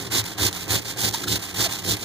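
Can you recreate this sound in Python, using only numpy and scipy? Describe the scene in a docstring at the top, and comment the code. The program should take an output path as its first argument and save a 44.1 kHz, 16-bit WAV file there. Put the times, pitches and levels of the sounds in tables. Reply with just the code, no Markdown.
"""A soft upward slide, then a dense downward crackle: cabbage rubbed on a narrow steel grater, 3.5 cycles per s.
Fibres tear as streams of random clicks; rows of teeth jolt modes of plate and table; the blade rings along.
Leaf ribs catch as short gliding squeaks, with dry noise snaps. Faint hush and a short room tail lie behind.
A close phone hears it at two ports: right first, left late and shadowed in the treble."""
import sys
import numpy as np
from scipy import signal
from scipy.fft import rfft, irfft
from scipy.io import wavfile
from scipy.ndimage import uniform_filter1d

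SR = 44100
rng = np.random.default_rng(int(sys.argv[2]) if len(sys.argv) > 2 else 0)


def store_pcm(level_fs):
    """Save levels as 16-bit WAV."""
    pcm = np.round(np.clip(level_fs, -1, 1) * 32767).astype(np.int16)
    wavfile.write(sys.argv[1], SR, np.atleast_2d(pcm).T)


N = 90052
T = np.arange(N) / SR
F = np.fft.rfftfreq(N, 1 / SR)


def undb(db):
    """Decibels to amplitude."""
    return 10 ** (np.asarray(db) / 20)


def level(x, db):
    """Scale x to an RMS level."""
    return x * undb(db) / np.sqrt(np.mean(x ** 2))


def over_f(table):
    """Interpolate a table over log frequency at every FFT bin."""
    a = np.array(table, float)
    return np.interp(np.log(F + 1), np.log(a[:, 0] + 1), a[:, 1])


def shape(x, gain):
    """Filter x by a gain per FFT bin."""
    return irfft(rfft(x) * gain, N)


def walk(rate_hz):
    """Random levels, each held 1 / rate_hz and slewed to the next."""
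    k = int(SR / rate_hz)
    held = np.repeat(rng.standard_normal(N // k + 1), k)
    return uniform_filter1d(held, k)[:N]


def ring(x, hz, t60_s):
    """One decaying mode: a complex one-pole resonator driven by x."""
    pole = np.exp(2j * np.pi * hz / SR - np.log(1000) / (t60_s * SR))
    return signal.lfilter([1], [1, -pole], x).imag * np.sqrt(1 - abs(pole))


def body(x, modes):
    """Parallel modes driven by x, summed and scaled to unit RMS."""
    return level(sum(undb(db) * ring(x, hz, t60_s) for hz, db, t60_s in modes), 0)


# background noise spectrum: freq_hz, relative_density_db
HUSH_SPECTRUM = [(30, 26.5), (60, 13), (100, -12), (400, -3), (1200, -5.5), (4000, -47), (15000, -44)]
HUSH_DB = -39.5


def hush():
    """Steady shaped noise, independent at each port."""
    gain = undb(over_f(HUSH_SPECTRUM))
    return np.array([level(shape(rng.standard_normal(N), gain), HUSH_DB) for _ in range(2)])


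ROOM_DB, ROOM_T60_S = -15, .25


def room(right):
    """Right-port sound convolved with two decaying noise tails, treble damped."""
    u = T[:SR // 2]
    tail = rng.standard_normal((2, len(u))) * undb(-60 * u / ROOM_T60_S)
    tail /= np.sqrt(np.sum(tail[0] ** 2))
    wet = signal.fftconvolve(right[None], tail, axes=1)[:, :N]
    return undb(ROOM_DB) * np.array([shape(w, 1 / (1 + F / 4000)) for w in wet])


# left-port phase lead: freq_hz, lead_rad
PORT_PHASE = [(0, 0), (1640, -.2), (2430, -2.7), (2570, -3.1), (2800, -3.2), (2960, -3.8), (3450, -6.1),
              (4130, -6.6), (6460, -12.8), (15300, -31.6)]
# left level against right: freq_hz, left_minus_right_db
SHADOW = [(50, 3), (110, 0.5), (200, -1), (700, -4.5), (1290, -0.5), (2650, -0.5), (4400, -1), (5400, -4.5),
          (8120, -6), (11000, -10), (15000, -13.5)]
# amplitude share common to both ports: freq_hz, share_0_1
ALIKE = [(40, 0.099), (100, 0.89), (250, 0.59), (1200, 1), (1900, 0.98), (2350, 0.96), (2600, 1),
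         (2950, 0.85), (3250, 0.58), (3900, 1), (4600, 0.63), (8000, 0.5), (15000, 0.39)]
# slow random phase wander between left and right around 2.7 kHz
WANDER_RAD, WANDER_RATE_HZ, WANDER_CENTRE_HZ, WANDER_WIDTH_HZ = .2, 9, 2700, 500


def ports(common, own):
    """Left gets the common sound late plus its own part, treble shadowed; right gets the common sound."""
    alike = np.clip(over_f(ALIKE), 0, 1)
    freq_hz, lead_rad = np.array(PORT_PHASE).T
    lead = np.exp(1j * np.interp(F, freq_hz, lead_rad))
    # small-angle phase turn: a quadrature copy of a narrow band
    quadrature = 1j * np.exp(-((F - WANDER_CENTRE_HZ) / WANDER_WIDTH_HZ) ** 2)
    wander = WANDER_RAD * walk(WANDER_RATE_HZ) * shape(common, lead * quadrature)
    left = wander + shape(common, lead * alike) + shape(own, np.sqrt(1 - alike ** 2))
    return np.array([shape(left, undb(over_f(SHADOW))), common])


# rasp spectrum at the right port, main range and top: freq_hz, relative_density_db
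RASP_SPECTRUM = [(150, -19), (400, -17), (800, -2.5), (1300, -9), (1750, -5.5), (2250, -4), (3000, -4),
                 (3600, -0.5), (4200, 1), (5100, -0.5), (5600, -1), (6400, -0.5), (7000, 0), (8200, -5)]
RASP_TOP = [(11000, -6.5), (14000, -7), (15400, -5)]


def rasp_colour(x):
    """Filter x to the rasp spectrum."""
    return shape(x, undb(over_f(RASP_SPECTRUM + RASP_TOP)))


# steel blade modes: freq_hz, relative_db, t60_s
BLADE_MODES = [(1665, -7, .04), (3500, -5, .03), (3680, -4, .03), (3830, -5, .03), (4100, -3, .03),
               (4400, -5, .025), (5170, -5, .02), (6600, -4, .02)]


def blade(x, t60_scale=1):
    """Blade modes driven by x, at unit RMS."""
    return body(x, [(hz, db, t60_s * t60_scale) for hz, db, t60_s in BLADE_MODES])


# dry snaps: start_s, relative_level_db
SNAPS = [(.0159, -18), (.1311, -7), (.162, -7), (.2409, -13), (.258, -16), (.3795, -15), (.4243, -7),
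         (.4365, -4), (.5282, -9), (.548, -17), (.6818, -16), (.7462, -3), (.8215, -18), (.8525, -18),
         (.9043, -15), (.9727, -16), (.9981, -12), (1.0505, -7), (1.1265, -17), (1.1352, -10),
         (1.2405, -10), (1.281, -9), (1.3105, -7), (1.3315, -7), (1.4262, -10), (1.660, -6), (1.7005, -16),
         (1.72, -10), (1.728, -9), (1.8487, -10), (1.9684, -12), (1.9954, -20)]
SNAP_DECAY_S = .0005  # to 1/e


def snaps():
    """Sharp noise bursts with exponential decay, rasp coloured."""
    out = np.zeros(N)
    u = T[:SR // 200]
    for start_s, level_db in SNAPS:
        burst = np.exp(-u / SNAP_DECAY_S) * rng.standard_normal(len(u)) / 2
        out[int(start_s * SR):][:len(u)] += undb(level_db) * burst
    return rasp_colour(out)


# leaf ribs catching on a tooth:
# middle_s, level_db, pitch_hz, half_length_s, glide_per_s, roughness_0_1, relative_blade_db
SQUEAKS = [(1.1465, -24, 920, .0035, 12, .15, -24), (1.2415, -31, 1380, .003, 10, .7, -25),
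           (1.665, -26, 680, .007, -8, .2, -32), (1.275, -33, 1420, .004, 0, .9, -34),
           (1.281, -40, 1350, .003, 0, .9, -25), (1.167, -40, 1100, .003, 0, .9, -28)]
SQUEAK_ROUGH_RATE_HZ = 900


def squeaks():
    """Gliding rough tones under a bell; one slip per cycle rings the blade."""
    out, slips = np.zeros(N), np.zeros(N)
    for middle_s, level_db, pitch_hz, half_s, glide, rough, blade_db in SQUEAKS:
        u = T - middle_s
        bell = np.exp(-(u / half_s) ** 2 / 2)
        phase_rad = 2 * np.pi * pitch_hz * u * (1 + glide * u / 2)
        phase_rad += rough * walk(SQUEAK_ROUGH_RATE_HZ)
        tone = np.sin(phase_rad)
        out += undb(level_db) * bell * (1 + rough * walk(SQUEAK_ROUGH_RATE_HZ)) * tone
        slips += undb(blade_db) * bell * np.diff(np.sign(tone), prepend=0).clip(0, 1)
    rung = blade(slips, t60_scale=.5)
    # peak is set by the strongest blade_db
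    rung *= undb(max(row[-1] for row in SQUEAKS)) * 2 / np.abs(rung).max()
    return out + rung


# rows of teeth passing under the wedge: time_s, jolts_per_s
ROWS = [(0.0, 121), (0.14, 112), (0.44, 106), (0.48, 96.5), (0.57, 87), (0.77, 111), (1.0, 119),
        (1.05, 107.6), (1.4, 109.7), (1.46, 95.7), (1.54, 92), (1.62, 119), (1.87, 99), (2.04, 117)]
ROW_JITTER_ROWS, ROW_SPREAD_DB, ROW_NOISE_DB = .09, 3, -1


def jolts():
    """One uneven impulse per row of teeth, over tearing noise."""
    spread, noise = rng.standard_normal((2, N))
    time_s, jolts_per_s = np.array(ROWS).T
    rows = np.cumsum(np.interp(T, time_s, jolts_per_s)) / SR + ROW_JITTER_ROWS * walk(100)
    hits = np.diff(np.floor(np.maximum.accumulate(rows)), prepend=0)
    return level(hits * undb(ROW_SPREAD_DB * spread), 0) + undb(ROW_NOISE_DB) * noise


# plate and table modes: freq_hz, relative_db, t60_s
TABLE_MODES = [(82, -3, .06), (109, 1.5, .07), (181, -3.5, .12), (215, -11, .07), (298, -3, .1),
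               (330, -8, .08), (361, -5, .11), (400, -4, .1), (445, -10, .07), (513, -12, .2),
               (662, -15, .07)]
# drive by the hand: time_s, lowest_modes_db, upper_modes_db
SHAKING = [(0.0, -53, -41), (0.03, -41, -41), (0.07, -48, -37), (0.1, -39, -45.5), (0.16, -44, -30.5),
           (0.19, -30, -33), (0.23, -41, -51), (0.25, -55, -42), (0.32, -59, -43.5), (0.38, -44, -45),
           (0.42, -30.5, -31), (0.46, -29.5, -32), (0.52, -48, -45), (0.68, -51, -40), (0.71, -29, -35.5),
           (0.76, -36, -29), (0.83, -52, -47.5), (0.87, -40, -42), (0.94, -55, -43), (0.96, -43, -45),
           (0.99, -45, -36), (1.02, -39, -44), (1.04, -33.5, -31), (1.11, -37, -38.5), (1.16, -54, -45.5),
           (1.21, -68, -41.5), (1.31, -27, -33), (1.33, -36, -31.5), (1.43, -54, -49), (1.46, -55, -46.5),
           (1.56, -43, -42), (1.58, -30, -40.5), (1.62, -40, -31.5), (1.69, -41, -42), (1.8, -68, -43),
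           (1.82, -40, -46), (1.89, -36, -31.5), (1.94, -31, -35.5), (1.98, -58, -48), (2.04, -43, -39.5)]
LOW_MODES, LOW_DB, UPPER_DB = 2, -1.5, 1.5
LEAD_S = 0.0046  # the push comes before the ring


def table_and_plate():
    """Jolts, scaled by the shaking curves, ring the lowest and the upper modes."""
    rows = jolts()
    time_s, low_db, upper_db = np.array(SHAKING).T
    low = rows * undb(np.interp(T + LEAD_S, time_s, low_db))
    upper = rows * undb(np.interp(T + LEAD_S, time_s, upper_db))
    low_ring = undb(LOW_DB) * body(low, TABLE_MODES[:LOW_MODES]) * np.std(low)
    upper_ring = undb(UPPER_DB) * body(upper, TABLE_MODES[LOW_MODES:]) * np.std(upper)
    return low_ring + upper_ring


# cutting and return strokes, one curve each: time_s, rasp_level_db
DOWN = [
    [(0.1, -50), (0.118, -29), (0.134, -21), (0.188, -21.5), (0.214, -31.5), (0.222, -42), (0.23, -45)],
    [(0.37, -45), (0.384, -31), (0.434, -18.5), (0.482, -23), (0.51, -49.5)],
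    [(0.67, -47), (0.676, -45), (0.682, -31.5), (0.702, -23), (0.742, -18), (0.792, -30), (0.81, -44)],
    [(0.96, -46.5), (0.99, -26), (1.05, -21), (1.088, -24.5), (1.098, -37), (1.104, -35), (1.11, -31)],
    [(1.26, -41.5), (1.272, -31.5), (1.28, -23.5), (1.33, -18.5), (1.374, -28.5), (1.39, -36)],
    [(1.54, -44), (1.552, -31.5), (1.568, -25), (1.612, -20), (1.662, -21), (1.672, -29), (1.68, -37)],
    [(1.82, -36), (1.832, -40.5), (1.85, -27.5), (1.91, -19.5), (1.952, -29), (1.962, -42), (1.97, -32)],
]
UP = [
    [(0.0, -33), (0.01, -33.5), (0.022, -29.5), (0.042, -37.5), (0.068, -36.5), (0.1, -43)],
    [(0.23, -48), (0.258, -32), (0.312, -36.5), (0.326, -36.5), (0.37, -52)],
    [(0.51, -35), (0.532, -49), (0.536, -37.5), (0.566, -29), (0.628, -32.5), (0.67, -45)],
    [(0.81, -46), (0.822, -34), (0.844, -40), (0.854, -32), (0.91, -30.5), (0.96, -42)],
    [(1.11, -51), (1.12, -39.5), (1.14, -25.5), (1.208, -34), (1.242, -30), (1.26, -42)],
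    [(1.39, -51), (1.41, -39.5), (1.426, -31), (1.508, -35.5), (1.512, -37), (1.54, -36)],
    [(1.68, -38.5), (1.726, -24), (1.78, -36), (1.79, -30.5), (1.814, -41), (1.82, -42)],
    [(1.97, -32), (1.98, -43), (1.99, -35), (1.996, -36), (2.026, -31), (2.04, -38)],
]
# per stroke, relative to the rasp: treble_db, low_middle_db
DOWN_COLOUR = [(1, 3), (1, 2), (1, 2), (1, -0.5), (1, -1.5), (1, 2), (1, 0.5)]
UP_COLOUR = [(0, 1.), (0.999, 1.), (1, 0.65), (1, 0.14), (0, -0.82), (0.999, 0.), (1, 0.37), (1, -0.84)]
# scuffs as the wedge bites or lets go: start_s, level_db, t60_s
SCUFFS = [(0.2408, -26.5, 0.015), (0.382, -35, 0.043), (0.528, -25.5, 0.031), (0.68, -25, 0.034),
          (1.1266, -36, 0.026), (1.135, -28, 0.015), (1.139, -26, .03), (1.276, -35, .04),
          (1.424, -26, 0.058), (1.968, -27, 0.039)]


def strokes():
    """Rasp level with decaying scuffs (dB), colour offsets (dB) and place along the stroke (0-1)."""
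    rows = sorted(zip(DOWN + UP, DOWN_COLOUR + UP_COLOUR), key=lambda r: r[0][0][0])
    points = np.array(sorted(p for curve, _ in rows for p in curve))
    starts_s = np.array([curve[0][0] for curve, _ in rows])
    k = np.clip(np.searchsorted(starts_s, T) - 1, 0, None)
    colour_db = np.array([c for _, c in rows], float)[k].T
    along = (T - starts_s[k]) / np.diff(np.append(starts_s, N / SR))[k]
    power = undb(2 * np.interp(T, points[:, 0], points[:, 1]))
    for start_s, level_db, t60_s in SCUFFS:
        age_s = np.clip(T - start_s, 0, None)
        power += (T >= start_s) * undb(2 * level_db - 120 * age_s / t60_s)
    # 10 ms smoothing at the turns
    return 10 * np.log10(power), uniform_filter1d(colour_db, size=441), uniform_filter1d(along, size=441)


TEARS_PER_S, TEAR_SPREAD_DB, TEAR_MOST = 22000, 1, 2.6  # largest size, in spreads
ROUGH_DB = 2.0


def tears(rough):
    """Fibres tearing: dense random clicks of uneven size, stream level wandering."""
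    hit = rng.random(N) < TEARS_PER_S / SR
    push = rng.standard_normal(N)
    size = np.minimum(rng.exponential(size=N), TEAR_MOST)
    return level(hit * push * undb(TEAR_SPREAD_DB * size + ROUGH_DB * rough), 0)


# crossovers of the four rasp bands: edge_hz
BAND_EDGES_HZ = 2420, 3230, 8400
# fall of each band along a stroke, negative rises: fade_db
BAND_FADE_DB = 0.5, -6, -3.5, -1
RASP_DB, BLADE_DB, PATCHY_DB = 2.5, -19, 1.5  # blade relative to the unit rasp
MIDDLE_FOLLOWS, MIDDLE_PIVOT_DB = 0.45, -27  # low middle swings less than the rasp


def grating(rough, patchy):
    """Tears heard directly and through the blade, stroke-shaped in four bands, plus table and plate."""
    stroke_db, (treble_db, middle_db), along = strokes()
    x = tears(rough)
    rasp = level(level(rasp_colour(x), 0) + undb(BLADE_DB) * blade(x), RASP_DB)
    lowpasses = [1 / (1 + (F / hz) ** 6) for hz in BAND_EDGES_HZ]
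    bands = np.diff([0 * F] + lowpasses + [1 + 0 * F], axis=0)
    middle_db = middle_db + (MIDDLE_FOLLOWS - 1) * (stroke_db - MIDDLE_PIVOT_DB)
    out = table_and_plate()
    for offset_db, fade_db, patch, band in zip((middle_db, 0, 0, treble_db), BAND_FADE_DB, patchy, bands):
        gain_db = stroke_db + offset_db + fade_db * (.5 - along) + PATCHY_DB * patch
        out += undb(gain_db) * shape(rasp, band)
    return out


ROUGH_RATE_HZ, PATCHY_RATE_HZ = 210, 34


def scene():
    """Grating and catches at two ports, with room and hush."""
    catches = squeaks() + snaps()
    rough = walk(ROUGH_RATE_HZ)
    patchy = [walk(PATCHY_RATE_HZ) for _ in BAND_FADE_DB]
    # separate grains for the left port's own part, same strokes
    common = grating(rough, patchy) + catches
    own = grating(rough, patchy) + catches
    near = ports(common, own)
    return near + room(near[1]) + hush()


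BASS_CUT_HZ, TOP_HZ = 73, 15450


def record(dry):
    """The phone drops the deep bass and cuts the top steeply."""
    bass_cut = signal.butter(3, BASS_CUT_HZ, "high", fs=SR, output="sos")
    top_cut = signal.ellip(14, .2, 95, TOP_HZ, fs=SR, output="sos")
    return signal.sosfilt(top_cut, signal.sosfilt(bass_cut, dry))


dry = scene()
out = record(dry)
store_pcm(out)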